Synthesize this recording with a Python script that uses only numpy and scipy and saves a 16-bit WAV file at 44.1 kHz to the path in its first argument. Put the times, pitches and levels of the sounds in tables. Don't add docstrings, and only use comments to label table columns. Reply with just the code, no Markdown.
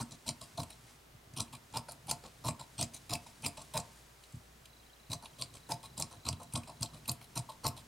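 import sys
import numpy as np
from scipy import signal
from scipy.fft import rfft, irfft, next_fast_len
from scipy.io import wavfile
from scipy.ndimage import uniform_filter1d, map_coordinates

SR = 44100
rng = np.random.default_rng(int(sys.argv[2]) if len(sys.argv) > 2 else 0)


def gain_from_db(level_db):
    decades = np.asarray(level_db, float) / 20
    return 10 ** decades


def persist_wave(psi):
    counts = np.round(np.clip(psi, -1, 1) * 32767).astype(np.int16)
    wavfile.write(sys.argv[1], SR, np.atleast_2d(counts).T)


N = 347067

# [shut t/s, cutting time before it/s, rasp level/dB, clack level/dB, board boom level/dB,
# handle knock level/dB]
CLOSINGS = [(.0084, 0.01, -42.5, -36.5, -35, -41.5), (0.2904, 0.028, -39.5, -18.5, -37.5, -43.5),
            (0.602, 0.029, -45, -27, -36, -41), (1.4047, 0.042, -41.5, -18.5, -38.5, -43),
            (1.772, 0.035, -42, -20, -41.5, -37), (2.1123, 0.033, -42, -16, -41.5, -41),
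            (2.487, 0.046, -39, -23, -34.5, -40), (2.828, 0.047, -39, -20.5, -35.5, -43),
            (3.1365, 0.042, -39.5, -18.5, -37, -40.5), (3.463, 0.031, -38.5, -18, -38, -40.5),
            (3.7763, 0.039, -41, -20.5, -38, -39), (5.1343, 0.033, -42.5, -29.5, -42.5, -45.5),
            (5.422, 0.038, -45, -21, -48, -49.5), (5.72, 0.03, -43, -21, -40, -41.5),
            (6.0234, 0.054, -48, -18.5, -41, -42), (6.2875, 0.039, -44, -13, -36.5, -43),
            (6.559, 0.0086, -35.5, -23, -32.5, -32.5), (6.83, 0.01, -40, -15.5, -38.5, -43.5),
            (7.0944, 0.018, -41.5, -18.5, -36.5, -42), (7.3765, .021, -38, -18, -36.5, -37.5),
            (7.667, 0.031, -38, -15.5, -35, -39.5)]
# [start t/s, scrape level/dB, board boom level/dB, handle knock level/dB]
OPENINGS = [(0.109, -51.5, -48, -53.5), (0.411, -53, -46.5, -51), (0.698, -55, -62, -59),
            (1.525, -51.5, -45, -50.5), (1.885, -51.5, -72, -51.5), (2.237, -52.5, -46, -46),
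            (2.594, -52, -44.5, -48.5), (2.935, -49.5, -54, -52.5), (3.262, -57, -57, -51.5),
            (3.571, -48.5, -46, -44.5), (5.225, -53, -49, -47), (5.534, -52, -50.5, -54),
            (5.829, -52.5, -53, -49.5), (6.109, -57.5, -51, -51.5), (6.399, -54.5, -50, -46.5),
            (6.673, -56, -50, -46.5), (6.933, -57, -49, -50.5), (7.209, -57, -57, -52),
            (7.489, -57, -67, -47.5), (7.764, -53, -54, -51.5)]
# [rasp/dB, boom/dB, knock/dB]
BITE_RISE_DB = (6.5, 1, 6)
RUNOUT_DROP_DB = (2.5, 3.5, 4)
RUNOUT_FALL_DB = (12.5, 0.5, 15.5)
OPENING_FALL_DB = (10.5, 17.5, 20.5)
# [t/s, level/dB, favoured ring f/Hz]
SNAPS = [(0.1234, -35.5, 6620), (0.271, -40, 4100), (0.4135, -41, 3700), (0.5786, -29, 3920),
         (0.6327, -25, 14000), (0.7053, -34, 1970), (1.3374, -39, 5700), (1.481, -47.5, 2600),
         (1.727, -38, 5600), (1.92, -33, 9800), (2.071, -33.5, 13100), (2.8125, -20, 9100),
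         (2.9462, -31.5, 9100), (3.1537, -28, 2470), (3.4236, -35, 6400), (3.4804, -28, 9100),
         (3.576, -40, 2300), (3.6206, -34.5, 7140), (3.8006, -24.5, 6340), (4.2382, -41.5, 3580),
         (4.324, -46, 7100), (4.357, -48, 7100), (4.657, -39, 3180), (5.1183, -24, 4170),
         (5.2573, -32, 3180), (5.5702, -42.5, 2140), (5.979, -24, 6000), (6.0001, -20, 6850),
         (6.3284, -29.5, 3300), (6.433, -38, 7000), (6.5264, -36.5, 2800), (6.5376, -22.5, 9450),
         (6.5754, -25, 9400), (6.635, -40, 2650), (6.8106, -27, 11000), (6.859, -33, 3700),
         (6.9448, -40, 3150), (7.0577, -38.5, 2800), (7.081, -22.5, 12600), (7.1162, -21, 12400),
         (7.215, -41.5, 2250), (7.4954, -36.5, 3730), (7.6794, -22, 13000), (7.7751, -37, 3940)]
# [t/s, level/dB]
THUDS = [(1.142, -47), (1.265, -52), (1.33, -42.5), (1.721, -46), (2.054, -46), (4.335, -34.5), (4.36, -42),
         (5.093, -34.5), (6.324, -30.5), (6.536, -28.5), (6.805, -31)]
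# [f/Hz, width/Hz, level/dB]
BLADES = [(2443, 236, -3.5), (3300, 510, -9), (3978, 134, -0.5), (4350, 223, -3.5), (5060, 325, -2),
          (5600, 990, -3.5), (6210, 810, -4.5), (7000, 82, -3), (7600, 175, -2), (8225, 106, 0.5),
          (9100, 480, -1), (10550, 1110, -2.5), (10530, 1360, -4.5), (12160, 760, -16), (14600, 810, -32)]
# [f/Hz, width/Hz, level/dB]
HANDLES = [(504, 240, -12), (624, 49.6, -3), (700.3, 25.7, -1.5), (911.5, 77, -2), (1085, 87, -5.5),
           (1350, 173, -16.5)]
# [f/Hz, width/Hz, level/dB]
BOARD = [(57, 35, -10), (90.6, 33.4, -1), (118.4, 36.3, 2), (173.7, 28.6, -1.5), (237.5, 24, -4),
         (297.5, 117, -14)]
# [t/s, swish level/dB, board rumble level/dB]
BRUSH = [(0, -58, -59), (.8, -60, -62.5), (.91, -55.5, -62), (1.05, -72, -68), (1.5, -62.5, -61),
         (3.3, -57.5, -59.5), (3.97, -54.5, -63.5), (4.15, -64.5, -69), (4.31, -58.5, -71), (4.5, -66, -65),
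         (5.0, -64.5, -68), (5.3, -61, -61), (7.87, -60, -56.5)]
# [f/Hz, density level/dB]
SWISH = [(1200, -2), (2500, -3), (5000, -2), (9500, -3.5), (16000, -21)]
# [f/Hz, density level/dB]
AIR = [(15, -43), (25, -8), (64, -18.5), (263, -18), (394, -11), (531, -16.5), (607, -14), (1400, -17.5),
       (16000, -32)]
# [f/Hz, correlation]
ALIKE = [(60, 1), (380, 0.087), (2380, 0.11), (15000, 1)]
# [f/Hz, rms level/dB before its waver]
HUM = [(59.2, -69)]
# [f/Hz, t60/s]
ROOM = [(120, 0.31), (700, 0.38), (4000, 0.16), (12000, 0.14)]
REVERSE = [4, 6, 8, 17, 19, 26, 35, 57, 65]

RUNOUT_S, OPENING_S = 0.025, 0.051
BITE_HZ, RUNOUT_HZ, OPENING_HZ, CLACK_HZ = 3870, 7800, 3700, 5250
TURN_S = 6.95
CLACK_CLICK = 4.5
MOTOR_S, STEP_HZ, STEPS = 4.6975, 29.97, 70
AIR_DB = -62
TOP_HZ = 15850


def unit(x):
    return x / np.sqrt(np.mean(x ** 2) + 1e-20)


def along(points, hz):
    f, v = np.transpose(points)
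    return np.interp(np.log(hz + 1), np.log(f + 1), v)


def wobble(rate_hz):
    knots = rng.standard_normal(int(N * rate_hz / SR) + 4)
    return map_coordinates(knots, [np.arange(N) * rate_hz / SR])


def filtered(x, response):
    m = next_fast_len(N + SR // 2)
    return irfft(rfft(x, m) * response(np.fft.rfftfreq(m, 1 / SR)), m)[..., :N]


def ringing(force, modes):
    m = next_fast_len(N + SR // 2)
    f = np.fft.rfftfreq(m, 1 / SR)
    gains = []
    for k, (centre, width, db) in enumerate(modes):
        loss = 1j * f * width
        gains.append((-1) ** k * gain_from_db(db) * loss / (centre * centre - f * f + loss))
    gains = np.array(gains)
    rung = irfft((rfft(force, m) * gains).sum(0), m)[:N]
    return rung / np.sqrt(np.mean(np.abs(gains.sum(0)) ** 2))


def grit(rough_db, rate_hz):
    return unit(rng.standard_normal(N) * gain_from_db(rough_db * wobble(rate_hz)))


def judder(top_hz, even_s):
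    low = filtered(rng.standard_normal(N), lambda hz: hz < top_hz)
    strength = np.sqrt(np.abs(uniform_filter1d(low ** 2, round(even_s * SR))) + 1e-6)
    return unit(low / strength) * np.sqrt(top_hz / (SR / 2))


def slides():
    rows = []
    for s, cut_s, rasp_db, _, boom_db, knock_db in CLOSINGS:
        top_db = np.array([rasp_db, boom_db, knock_db])
        rows.append((max(0, s - cut_s), cut_s, BITE_HZ, *(top_db - BITE_RISE_DB), *top_db))
        rows.append((s, RUNOUT_S, RUNOUT_HZ, *(top_db - RUNOUT_DROP_DB), *(top_db - RUNOUT_FALL_DB)))
    for s, *top_db in OPENINGS:
        rows.append((s, OPENING_S, OPENING_HZ, *top_db, *np.subtract(top_db, OPENING_FALL_DB)))
    rows = np.array(rows)
    return *rows[:, :3].T, rows[:, 3::3], rows[:, 4::3], rows[:, 5::3]


def favoured(times_s, near_hz, boost_db, octaves, scatter_db):
    hz, width_hz, db = np.array(BLADES).T
    near_db = boost_db * np.exp(-(np.log2(hz / near_hz[:, None]) / octaves) ** 2)
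    tips_db = 9 * np.outer(times_s > TURN_S, hz > 11000)
    share_db = near_db + tips_db + scatter_db * rng.standard_normal(near_db.shape)
    energy = width_hz * gain_from_db(2 * db)
    total = gain_from_db(2 * share_db) @ energy / energy.sum()
    return share_db - 10 * np.log10(total)[:, None]


def pressure(ends_db, colour_db, edge_s):
    force = np.zeros((colour_db.shape[1], N + SR))
    start_s, length_s = slides()[:2]
    for s, length, (first_db, last_db), db in zip(start_s, length_s, ends_db, colour_db):
        ramp = gain_from_db(np.linspace(first_db, last_db, round(length * SR)))
        force[:, round(s * SR):][:, :len(ramp)] += np.outer(gain_from_db(db), ramp)
    return uniform_filter1d(force[:, :N], 1 + round(edge_s * SR))


def bursts(times_s, levels_db, t60_s, click, rise_s):
    t = np.arange(SR // 20) / SR - rise_s
    shape = np.where(t < 0, (1 + t / rise_s) ** 2, gain_from_db(-60 * np.abs(t) / t60_s))
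    spike = click * (np.arange(len(t)) == np.argmax(shape))
    out = np.zeros((levels_db.shape[1], N + SR))
    for s, db in zip(times_s, levels_db):
        chatter = shape * rng.standard_normal(len(t))
        force = chatter * np.linalg.norm(shape) / np.linalg.norm(chatter) + spike
        out[:, round((s - rise_s) * SR):][:, :len(t)] += np.outer(gain_from_db(db), force)
    return out[:, :N]


def shears():
    start_s, _, rasp_hz, rasp_db, _, knock_db = slides()
    contacts = [(s, db, CLACK_HZ) for s, _, _, db, *_ in CLOSINGS] + SNAPS
    hit_s, hit_db, hit_hz = np.array(contacts).T
    shut = len(CLOSINGS)

    rasp_colour_db = favoured(start_s, rasp_hz, boost_db=6, octaves=0.3, scatter_db=3.5)
    rasp = pressure(rasp_db, rasp_colour_db, edge_s=0.005)
    rasp = rasp * grit(rough_db=4, rate_hz=250) * gain_from_db(0.97 * wobble(900))

    level_db = hit_db[:, None] + favoured(hit_s, hit_hz, boost_db=13, octaves=0.5, scatter_db=2)
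    clacks = bursts(hit_s[:shut], level_db[:shut] - 8, t60_s=0.017, click=CLACK_CLICK, rise_s=0.003)
    snaps = bursts(hit_s[shut:], level_db[shut:] - 13.5, t60_s=0.027, click=0.56, rise_s=0.0055)

    knock_colour_db = 3.5 * rng.standard_normal((len(start_s), len(HANDLES))) - 1.4
    knock = pressure(knock_db, knock_colour_db, edge_s=0.007) * grit(rough_db=4, rate_hz=150)
    knock += bursts(hit_s, hit_db[:, None] - 22.0, t60_s=0.025, click=3.4, rise_s=0.0015)

    clamped = np.array(BLADES) * [1, 1.8, 1]
    return ringing(rasp, BLADES) + ringing(clacks + snaps, clamped) + ringing(knock, HANDLES)


def board():
    boom_db = slides()[4]
    force = pressure(boom_db - 4.0, np.zeros((len(boom_db), 1)), edge_s=0.0086)[0]
    force *= judder(top_hz=369.7, even_s=0.0049)
    brush_s, _, rumble_db = np.transpose(BRUSH)
    rumble = gain_from_db(np.interp(np.arange(N) / SR, brush_s, rumble_db) - 2.5)
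    force += rumble * grit(rough_db=3.5, rate_hz=17)
    t = np.arange(SR // 50) / SR
    push = np.sin(np.pi * np.clip(t / 0.0044, 0, 1)) ** 2
    for s, db in THUDS:
        force[round(s * SR):][:len(t)] += gain_from_db(db - 17.0) * push
    return ringing(force, BOARD)


def cloth():
    brush_s, swish_db, _ = np.transpose(BRUSH)
    swish = unit(filtered(grit(rough_db=1.2, rate_hz=260), lambda hz: gain_from_db(along(SWISH, hz))))
    level_db = np.interp(np.arange(N) / SR, brush_s, swish_db) - 7.0
    return gain_from_db(level_db + 1.1 * wobble(8.3)) * swish


def near_surface(table):
    delayed = np.pad(table, (round(0.00097 * SR), 0))[:N]
    band = signal.butter(1, [1500, 13000], "band", fs=SR)
    return gain_from_db(-16.5) * signal.lfilter(*band, delayed) * [[1], [-1]]


def room(x, side_db):
    hz, t, z = signal.stft(rng.standard_normal((2, SR // 2)), SR, nperseg=256)
    decay = gain_from_db(-60 * t / along(ROOM, hz)[:, None])
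    mid, side = signal.istft(z * decay, SR, nperseg=256)[1]
    side = gain_from_db(side_db) * signal.lfilter(*signal.butter(1, [300, 9000], "band", fs=SR), side)
    tail = np.array([mid + side, mid - side]) / np.linalg.norm(mid)
    delayed = np.pad(x, (200, 0))
    return signal.fftconvolve(delayed[None], tail, axes=1)[:, :N]


def air():
    def mid_side(hz):
        angle = np.arccos(np.clip(along(ALIKE, hz), -1, 1)) / 2
        return gain_from_db(along(AIR, hz)) * [np.cos(angle), np.sin(angle)]

    mid, side = filtered(rng.standard_normal((2, N)), mid_side)
    hum = np.zeros(N)
    for hz, db in HUM:
        level = gain_from_db(db + 3 + 2.5 * wobble(8))
        hum += level * np.sin(2 * np.pi * hz * np.arange(N) / SR)
    return gain_from_db(AIR_DB) * unit(np.array([mid + side, mid - side])) + hum


def lens_motor():
    t = np.arange(round(0.0096 * SR)) / SR
    gate = np.minimum(1, np.minimum(t, t[-1] - t) / 0.0015)
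    out = np.zeros(N)
    for k, (scatter, phase) in enumerate(rng.standard_normal((STEPS, 2))):
        hz, db = (3200, -64) if k in REVERSE else (3980, -61.5)
        pip = gain_from_db(db + 1.5 * scatter) * gate * np.sin(2 * np.pi * hz * t + phase)
        out[round((MOTOR_S + k / STEP_HZ) * SR):][:len(t)] = pip
    return out


def scene():
    table = shears() + board() + cloth()
    answer = near_surface(table) + gain_from_db(-12.0) * room(table, side_db=-10.5)
    return table + answer + lens_motor() + air()


def roll_off(x):
    return signal.sosfilt(signal.butter(12, 16930, fs=SR, output="sos"), x)


def record(dry):
    mix = filtered(dry, lambda hz: hz < TOP_HZ)
    return roll_off(mix)


dry = scene()
out = record(dry)
persist_wave(out)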